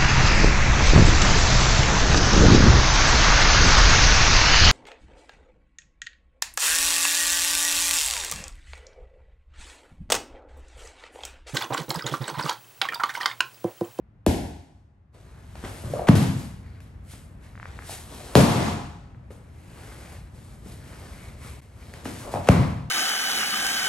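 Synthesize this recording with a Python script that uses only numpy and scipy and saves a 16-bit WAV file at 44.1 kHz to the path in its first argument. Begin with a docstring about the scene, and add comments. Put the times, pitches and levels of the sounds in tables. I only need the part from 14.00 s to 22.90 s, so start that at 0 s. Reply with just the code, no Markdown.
"""A large, timber-roofed training hall, where two people practise throws and pins on tatami mats.
Hands, feet and bodies land with a smack that sweeps down into a thump, and the hall rings on.
Between landings, filtered friction noise makes heavy cotton jackets swish and bare soles skid;
short plucked tones make the mat cover slip and creak. A low rumble lies under it all,
and two close microphone ports hear it through a limiter."""
import sys
import numpy as np
from scipy import signal
from scipy.fft import rfft, irfft, next_fast_len
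from scipy.io import wavfile
from scipy.ndimage import uniform_filter1d, minimum_filter1d

SR = 44100
rng = np.random.default_rng(int(sys.argv[2]) if len(sys.argv) > 2 else 0)


def wav_record(signal):
    """Record a signal, one row per channel, as 16-bit PCM in the file named by sys.argv[1]."""
    frames = np.transpose(np.atleast_2d(signal))
    bounded = np.clip(frames, -1, 1)
    # unit amplitude maps onto the largest positive 16-bit level
    quanta = np.round(bounded * 32767).astype(np.int16)
    wavfile.write(sys.argv[1], SR, quanta)


N = 392490
TIME = np.arange(N) / SR
# spectrum of air and cloth cracks: frequency_hz, relative_level_db
CRACK_SPECTRUM = [(150, 4.5), (600, 7.5), (1500, 6.5), (3000, -1), (4500, -5.5), (8000, -10.5),
                  (14000, -12)]


def gain_of(db):
    """Decibels to amplitude."""
    return 10 ** (np.asarray(db) / 20)


def evened(x):
    """Scales to rms 1."""
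    return x / np.sqrt(np.mean(x ** 2) + 1e-20)


def read(points, hz):
    """Reads a spectrum on a log-frequency axis."""
    f, value = np.transpose(points)
    return np.interp(np.log(hz + 1), np.log(f + 1), value)


def level(rows):
    """A dB curve as a gain for every sample."""
    return gain_of(np.interp(TIME, *np.transpose(rows)))


def add(mix, s, sound):
    """Mixes a sound in at a time in seconds."""
    part = mix[:, max(round(s * SR), 0):][:, :sound.shape[1]]
    part += sound[:, :part.shape[1]]


def colour(x, tone, tilt_db=0, size=4096):
    """Causal, minimum-phase filter with the given spectrum, tilted per octave about 2 kHz."""
    hz = abs(np.fft.fftfreq(size, 1 / SR))
    tilt = tilt_db * np.log2(np.maximum(hz, 200) / 2000)
    log_gain = np.log(gain_of(read(tone, hz) + tilt))
    response = np.exp(np.conj(signal.hilbert(log_gain)))
    taps = np.fft.ifft(response).real[:size // 2]
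    return signal.oaconvolve(x, taps)[:len(x)]


def spread(mid, side):
    """Diffuse sound on two close microphones: nearly alike in the bass, further apart above."""
    # side against mid: frequency_hz, level_db
    side_width = [(50, -26.5), (170, -14), (350, -7), (700, -1.5), (1400, -1), (5000, -5), (8500, -11),
                  (14000, -4.5)]
    side = colour(side, side_width)
    return np.array([mid + side, mid - side])


def rumble():
    """Low noise of the building, its level shifting now and then."""
    # level of the rumble: time_s, level_db
    rumble_levels = [(0, -53), (1.12, -56.5), (1.15, -50.5), (1.6, -42), (5.4, -44), (7.59, -40.5),
                     (7.63, -48.5), (7.95, -42.5)]
    # its spectrum: frequency_hz, relative_level_db
    rumble_spectrum = [(20, -36.5), (40, -5.5), (62, 3), (100, 0.5), (150, -7), (250, -14.5), (400, -24.5),
                       (800, -29), (2000, -37), (5000, -56.5), (14000, -68.5)]
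    mid, side = (evened(colour(x, rumble_spectrum)) for x in rng.standard_normal((2, N)))
    return level(rumble_levels) * spread(mid, side)


def hump(u):
    """A smooth push that peaks at u = 1."""
    return u ** 2 * np.exp(1 - u ** 2)


def click(tilt_db):
    """A single impulse with the spectrum of a crack."""
    return evened(colour(signal.unit_impulse(4096), CRACK_SPECTRUM, tilt_db))


def hall(x, build_s=.006, gap_s=0.0012):
    """Dense reflections that build up quickly and die at each band's own speed, with a few resonances."""
    # decay by band: frequency_hz, t60_s
    decay_times = [(60, 0.925), (150, 0.7453), (400, 0.54), (900, 0.8), (3000, 0.75), (8000, 0.7161),
                   (14000, 0.51)]
    # spectrum of the reflections: frequency_hz, level_db
    hall_spectrum = [(30, -13.5), (70, -0.5), (140, -1.5), (300, -1), (600, -4), (1200, -2), (4000, 2.5),
                     (12000, 5)]
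    # floor panels and hall resonances: frequency_hz, gain_at_resonance_db, t60_s
    resonances = [(98.4, 4.5, 0.6), (134.2, 4.5, 0.36), (165.5, 4.5, 0.62), (237.6, 3.5, 0.7),
                  (261.8, 7, 0.74), (300, 7.5, 0.7), (330, 2, .8), (392, -2.5, 0.85), (455, -3.5, 0.5),
                  (592, 7, 0.29), (706.5, 8.5, 0.78), (821, 4.5, 1), (968, -3.5, 0.76), (1300, -5.5, 1.5)]
    count = int(1.4 * SR)
    hz, t, z = signal.stft(rng.standard_normal((2, count)), SR, nperseg=256)
    decay = gain_of(-60 * t / read(decay_times, hz)[:, None])
    tails = signal.istft(z * decay, SR, nperseg=256)[1]
    t = TIME[:tails.shape[1]]
    tails = tails * (1 - np.exp(-np.maximum(t - gap_s, 0) / build_s))
    mid, side = (colour(tail / np.linalg.norm(tail), hall_spectrum) for tail in tails)
    for f, db, t60 in resonances:
        damping = np.log(1000) / t60
        ring = np.exp(-damping * t) * np.sin(2 * np.pi * (f * t + rng.random()))
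        mid = mid + gain_of(db) * 2 * damping / SR * ring
    return signal.fftconvolve(x[None], spread(mid, side), axes=1)


def landings(smack_s=0.0021, crack_s=0.0021, direct_db=-0.5, direct_tilt_db=1):
    """Bending waves in the floor carry high notes fastest, so each blow arrives as a falling sweep."""
    # hands, feet and bodies landing: start_s, smack_db, thump_db, crack_db (before the direct offset),
    # crack_tilt_db_per_octave, period_growth_s_per_s, thump_peak_after_s, hall_db
    blows = [(0.264, -9, -8.5, -17, 2, 0.47, 0.0071, 0), (0.272, -32, -13, -33, 0.5, 0.68, 0.016, -2.5),
             (1.838, -30.5, -24, -47.5, -5, .6, 0.013, 1.5), (1.9, -29, -29, -44, 1, 0.74, 0.01, 6.5),
             (2.0871, -6.5, 2.5, -11.5, -1.5, 0.5, 0.011, -0.5),
             (2.152, -11.5, -8.5, -35, -10.5, 0.62, 0.0083, 1.5),
             (2.36, -44, -19, -46, -6, 0.605, .009, -6), (4.3535, 8.5, 6.5, 1, 0.5, 0.65, 0.0082, 6),
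             (4.381, 0, -0.5, -6, 1, 0.72, 0.0068, 5.5), (4.55, -26, -19.5, -33, -3, .6, 0.0093, 4.5),
             (8.057, -27.5, -31, -34, -12, 0.616, 0.0071, 5.5),
             (8.34, -26, -25, -22.5, -5.5, 0.71, 0.011, 3), (8.4876, -0.5, 2, -7, -2.5, .49, 0.014, -2),
             (8.549, -40, -12, -32.5, -9, 0.49, 0.0087, 4.5)]
    # the sharper a blow's crack, the higher its sweep starts (this high for a crack of 0 dB)
    sweep_hz, crack_db_per_octave = 2300, 28
    out, t = np.zeros((2, N)), TIME[:4096]
    for s, smack_db, thump_db, crack_db, tilt_db, growth, thump_s, hall_db in blows:
        hz = sweep_hz * 2 ** (crack_db / crack_db_per_octave)
        turns = np.log1p(abs(growth) * hz * t) / abs(growth)
        # the skin smacks the cover, then the weight behind it arrives
        smack = gain_of(smack_db) * hump(t / smack_s)
        thump = gain_of(thump_db) * hump(t / thump_s) ** 2
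        sweep = (smack + thump) * np.sin(2 * np.pi * turns)
        # air squeezed out from under the skin cracks first, brightest on the direct path
        fade = np.exp(-t / crack_s)
        strength = gain_of(crack_db) * fade.std()
        air = rng.standard_normal(len(t)) * fade
        crack = strength * evened(colour(air, CRACK_SPECTRUM, tilt_db + direct_tilt_db))
        add(out, s, (sweep + gain_of(direct_db) * crack)[None])
        # summed over all directions, the crack reaches the hall with a smooth spectrum
        add(out, s, gain_of(hall_db) * hall(sweep + strength * click(tilt_db)))
    return out


def gesture(start_s, rise_s, hold_s, fade_db_per_s, curve=1.07):
    """Gain of one movement: it gathers speed, holds, and dies away."""
    swell_db = 19.5  # gained during the rise
    to_go = np.clip((start_s + rise_s - TIME) / rise_s, 0, 10)
    since_hold_s = np.maximum(TIME - start_s - rise_s - hold_s, 0)
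    return gain_of(-swell_db * to_go ** curve - fade_db_per_s * since_hold_s)


def effort(rows, fade_db_per_s, idle_db=-np.inf):
    """Overlapping movements (start_s, rise_s, hold_s, level_db) add in power to the idle stirring."""
    # from this time on, a faint cloth and sole noise never quite stops
    stirring_from_s = 1.13
    power = sum((gain_of(db) * gesture(*timing, fade_db_per_s)) ** 2 for *timing, db in rows)
    return np.sqrt(power + gain_of(idle_db) ** 2 * (TIME > stirring_from_s))


def rubbing(tone, per_s, uneven_db, side_db, folds_db):
    """Friction as many tiny catches of uneven size, spread over the two microphones."""
    catches = rng.standard_normal((2, N)) * (rng.random((2, N)) < per_s / SR)
    catches = catches * gain_of(uneven_db * np.minimum(rng.exponential(1, (2, N)), 4))
    # the colour drifts as folds of cloth open and close
    z = signal.stft(catches, nperseg=512)[2]
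    folds = uniform_filter1d(rng.standard_normal(z.shape[1:]), size=7, axis=0)  # over frequency
    folds = evened(uniform_filter1d(folds, size=28, axis=1))  # over time
    catches = signal.istft(z * gain_of(folds_db * folds), nperseg=512)[1][:, :N]
    mid, side = (evened(colour(c, tone)) for c in catches)
    return spread(mid, gain_of(side_db) * side)


def movement():
    """Friction noise follows each effort: jackets swish, trousers rasp, feet shuffle and skid."""
    # one move of the pair (a reach, a turn, a step, a rise):
    # start_s, rise_s, hold_s, jackets_db, feet_db, trousers_db
    moves = [(1.128, 0.018, 0.55, -69, -57.5, -69.5), (1.475, 0.2, 0.29, -48.5, -48.5, -58.5),
             (2.308, 0.087, 0.022, -46.5, -49.5, -74), (2.59, 0.072, 0.11, -71, -72.5, -62),
             (3.048, 0.068, 0.012, -47.5, -62, -59.5), (3.387, 0.056, 0.0067, -60.5, -56.5, -59),
             (3.49, 0.19, 0.24, -77, -49.5, -66), (3.821, 0.092, .015, -37, -46, -74),
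             (4.022, .11, 0.2, -47.5, -45, -63), (4.442, 0.052, 0.052, -61, -35, -59),
             (5.296, 0.016, 0.014, -58.5, -66, -75), (5.433, 0.41, 0.3, -53.5, -50.5, -54.5),
             (6.295, 0.064, 0.19, -58.5, -60, -70), (6.584, .1, 0.053, -51.5, -54.5, -62.5),
             (6.705, 0.18, 0.4, -54.5, -51.5, -55.5), (7.35, 0.093, 0.051, -49, -48.5, -50.5),
             (7.63, 0.2, 0.23, -59, -51.5, -62), (8.039, 0.0083, 0.19, -46, -44.5, -57),
             (8.293, 0.027, 0.014, -45, -42.5, -64.5), (8.402, 0.046, .03, -56, -41.5, -70),
             (8.475, 0.028, .02, -41.5, -43, -32)]
    # a pivoting sole skids over the mat: start_s, rise_s, hold_s, level_db
    skid_moves = [(1.8, 0.045, .03, -45), (1.93, 0.028, 0.1, -39), (2.06, 0.055, 0.0087, -31),
                  (8.19, 0.067, .04, -39.5), (8.33, 0.025, .015, -32)]
    # spectra of the four rubbing sounds: frequency_hz, relative_level_db
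    swish_spectrum = [(300, -41.5), (1500, 4), (3500, 4.5), (6000, 2.5), (8500, 6.5), (14000, 2.5)]
    rasp_spectrum = [(400, -26.5), (1100, 0), (2200, 5.5), (3200, -7.5), (4500, -8.5), (9000, -22.5)]
    shuffle_spectrum = [(100, -5), (300, 6.5), (700, 3.5), (1400, -4), (2400, -10), (4000, -11.5),
                        (10000, -18.5)]
    skid_spectrum = [(200, -11), (430, -5.5), (600, -0.5), (780, -9.5), (1100, -9), (2000, -27),
                     (5000, -38)]
    start, rise, hold, jackets_db, feet_db, trousers_db = np.transpose(moves)
    # after a move each rubbing sound dies away at its own speed
    jackets = effort(zip(start, rise, hold, jackets_db), fade_db_per_s=102, idle_db=-87)
    feet = effort(zip(start, rise, hold, feet_db), fade_db_per_s=76, idle_db=-76.5)
    trousers = effort(zip(start, rise, hold, trousers_db), fade_db_per_s=95, idle_db=-86.5)
    skid = effort(skid_moves, fade_db_per_s=220)
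    return (jackets * rubbing(swish_spectrum, per_s=12000, uneven_db=0.5, side_db=-6, folds_db=0.43)
            + trousers * rubbing(rasp_spectrum, per_s=3000, uneven_db=-0.5, side_db=-5.5, folds_db=1.9)
            + feet * rubbing(shuffle_spectrum, per_s=6000, uneven_db=1.5, side_db=-5.0, folds_db=2.0)
            + skid * rubbing(skid_spectrum, per_s=6000, uneven_db=1.5, side_db=-4.0, folds_db=-0.5))


def snaps(hall_db=0):
    """Short bursts of fibre noise, each with the hall's answer."""
    # cloth snapping taut and hands grabbing sleeves: start_s, level_db, t60_s, tilt_db_per_octave
    snap_table = [(1.555, -36.5, 0.016, -1.5), (1.639, -29, 0.041, -5.5), (1.648, -31, 0.046, -2),
                  (2.071, -29, 0.11, -1), (2.084, -15.5, 0.018, -2.5), (2.153, -25, 0.2, 2),
                  (2.804, -45, 0.014, 2.5), (3.135, -40.5, 0.048, -6), (5.305, -42.5, 0.082, -5),
                  (6.66, -35.5, 0.04, -8.5), (7.938, -34, 0.017, 0), (8.055, -31, 0.061, -1.5),
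                  (8.4715, -29, 0.083, -0.5)]
    out, t = np.zeros((2, N)), TIME[:4096]
    for s, db, t60, tilt_db in snap_table:
        fibres = evened(colour(rng.standard_normal(len(t)), CRACK_SPECTRUM, tilt_db))
        burst = fibres * gain_of(db - 60 * t / t60)
        add(out, s, burst[None])
        add(out, s, gain_of(hall_db) * hall(burst.std() * click(tilt_db)))
    return out


def pluck(db, hz, cycles, grit_db=-22):
    """The mat cover lets go and swings, strongest after the given cycles, with a little grit."""
    t = TIME[:2048]
    grit = gain_of(grit_db) * colour(rng.standard_normal(len(t)), CRACK_SPECTRUM)
    swing = np.sin(2 * np.pi * hz * t) + grit
    return gain_of(db) * hump(t * hz / cycles) * swing


def placed(x, hall_db):
    """Direct sound plus the hall's answer."""
    out = gain_of(hall_db) * hall(x)
    out[:, :len(x)] += x
    return out


def slips():
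    """Each slip or creak plucks the mat cover."""
    # a sole slipping on the mat cover: start_s, peak_db, pitch_hz
    slip_table = [(1.9357, -15.5, 563), (1.9935, -18, 660), (2.0177, -21.5, 610), (3.894, -29.5, 770),
                  (4.208, -34.5, 670), (5.304, -35, 484), (6.659, -43.5, 606), (8.3383, -16.5, 720),
                  (8.3568, -19.5, 650), (8.372, -20.5, 740)]
    # the cover creaks in dry ticks under a loaded foot: start_s, peak_db
    creak_table = [(3.5542, -33.5), (3.577, -32.5), (3.599, -27.5), (3.6291, -24.5), (3.656, -24),
                   (3.697, -38), (3.79, -24), (3.823, -29.5), (5.147, -42.5)]
    out = np.zeros((2, N))
    for s, db, hz in slip_table:
        add(out, s, placed(pluck(db, hz, cycles=1.56), hall_db=-0.2))
    for s, db in creak_table:
        add(out, s, placed(pluck(db, hz=1500, cycles=0.78), hall_db=-6.5))
    return out


def scene():
    """Everything on the mats, and the hall around it."""
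    # the level dips briefly: time_s, half_length_s, depth (0-1)
    brief_dip = (7.611, .007, .95)
    s, half_s, depth = brief_dip
    dip = 1 - depth * np.exp(-((TIME - s) / half_s) ** 2)
    return (rumble() + landings() + movement() + snaps() + slips()) * dip


def ports(x):
    """The two microphone ports differ slightly in level and arrival time."""
    # level between the ports: frequency_hz, left_minus_right_db
    port_balance = [(60, 0.7), (250, 1.5), (600, 1.95), (2000, 0.7), (4500, 3), (8000, 1.7), (14000, -0.7)]
    # phase between the ports: frequency_hz, left_lead_radians
    port_phase = [(60, .01), (1000, 0.13), (4000, 1), (8500, 1.04), (11500, 2.07), (14000, .7)]
    size = next_fast_len(N + 4096)
    hz = np.fft.rfftfreq(size, 1 / SR)
    # half of each difference goes to either side
    left = gain_of(read(port_balance, hz) / 2) * np.exp(.5j * read(port_phase, hz))
    return irfft(rfft(x, size) * np.array([left, 1 / left]), size)[:, :N]


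def limiter(x, limit_db=-.2, hold_s=0.09, release_db_per_s=62):
    """Ducks at once on a peak, holds, then lets the hall's tail swell back."""
    over_db = np.maximum(20 * np.log10(abs(x).max(0) + 1e-9) - limit_db, 0)
    size = max(int(hold_s * SR), 3)
    held_db = -minimum_filter1d(-over_db, size, origin=(size - 1) // 2)
    fall = TIME * release_db_per_s
    duck_db = np.maximum.accumulate(held_db + fall) - fall
    return x / gain_of(uniform_filter1d(duck_db, size=48))  # rounded over about 1 ms


def record(dry):
    """Microphone colour, limiter, clipping of what slips through, and the band limit."""
    # microphone port: frequency_hz, level_db
    mic_response = [(20, -0.5), (9000, 0), (9800, -1), (10200, -14.5), (10700, 2), (11300, 7),
                    (12200, -6.5), (13200, -17), (15500, -18)]
    edge_hz = 15900
    coloured = np.array([colour(x, mic_response) for x in dry])
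    heard = np.clip(limiter(ports(coloured)), -1, 1)
    low_pass = signal.firwin(511, edge_hz, window=("kaiser", 9), fs=SR)
    return signal.oaconvolve(heard, low_pass[None], "same")


dry = scene()
out = record(dry)
wav_record(out)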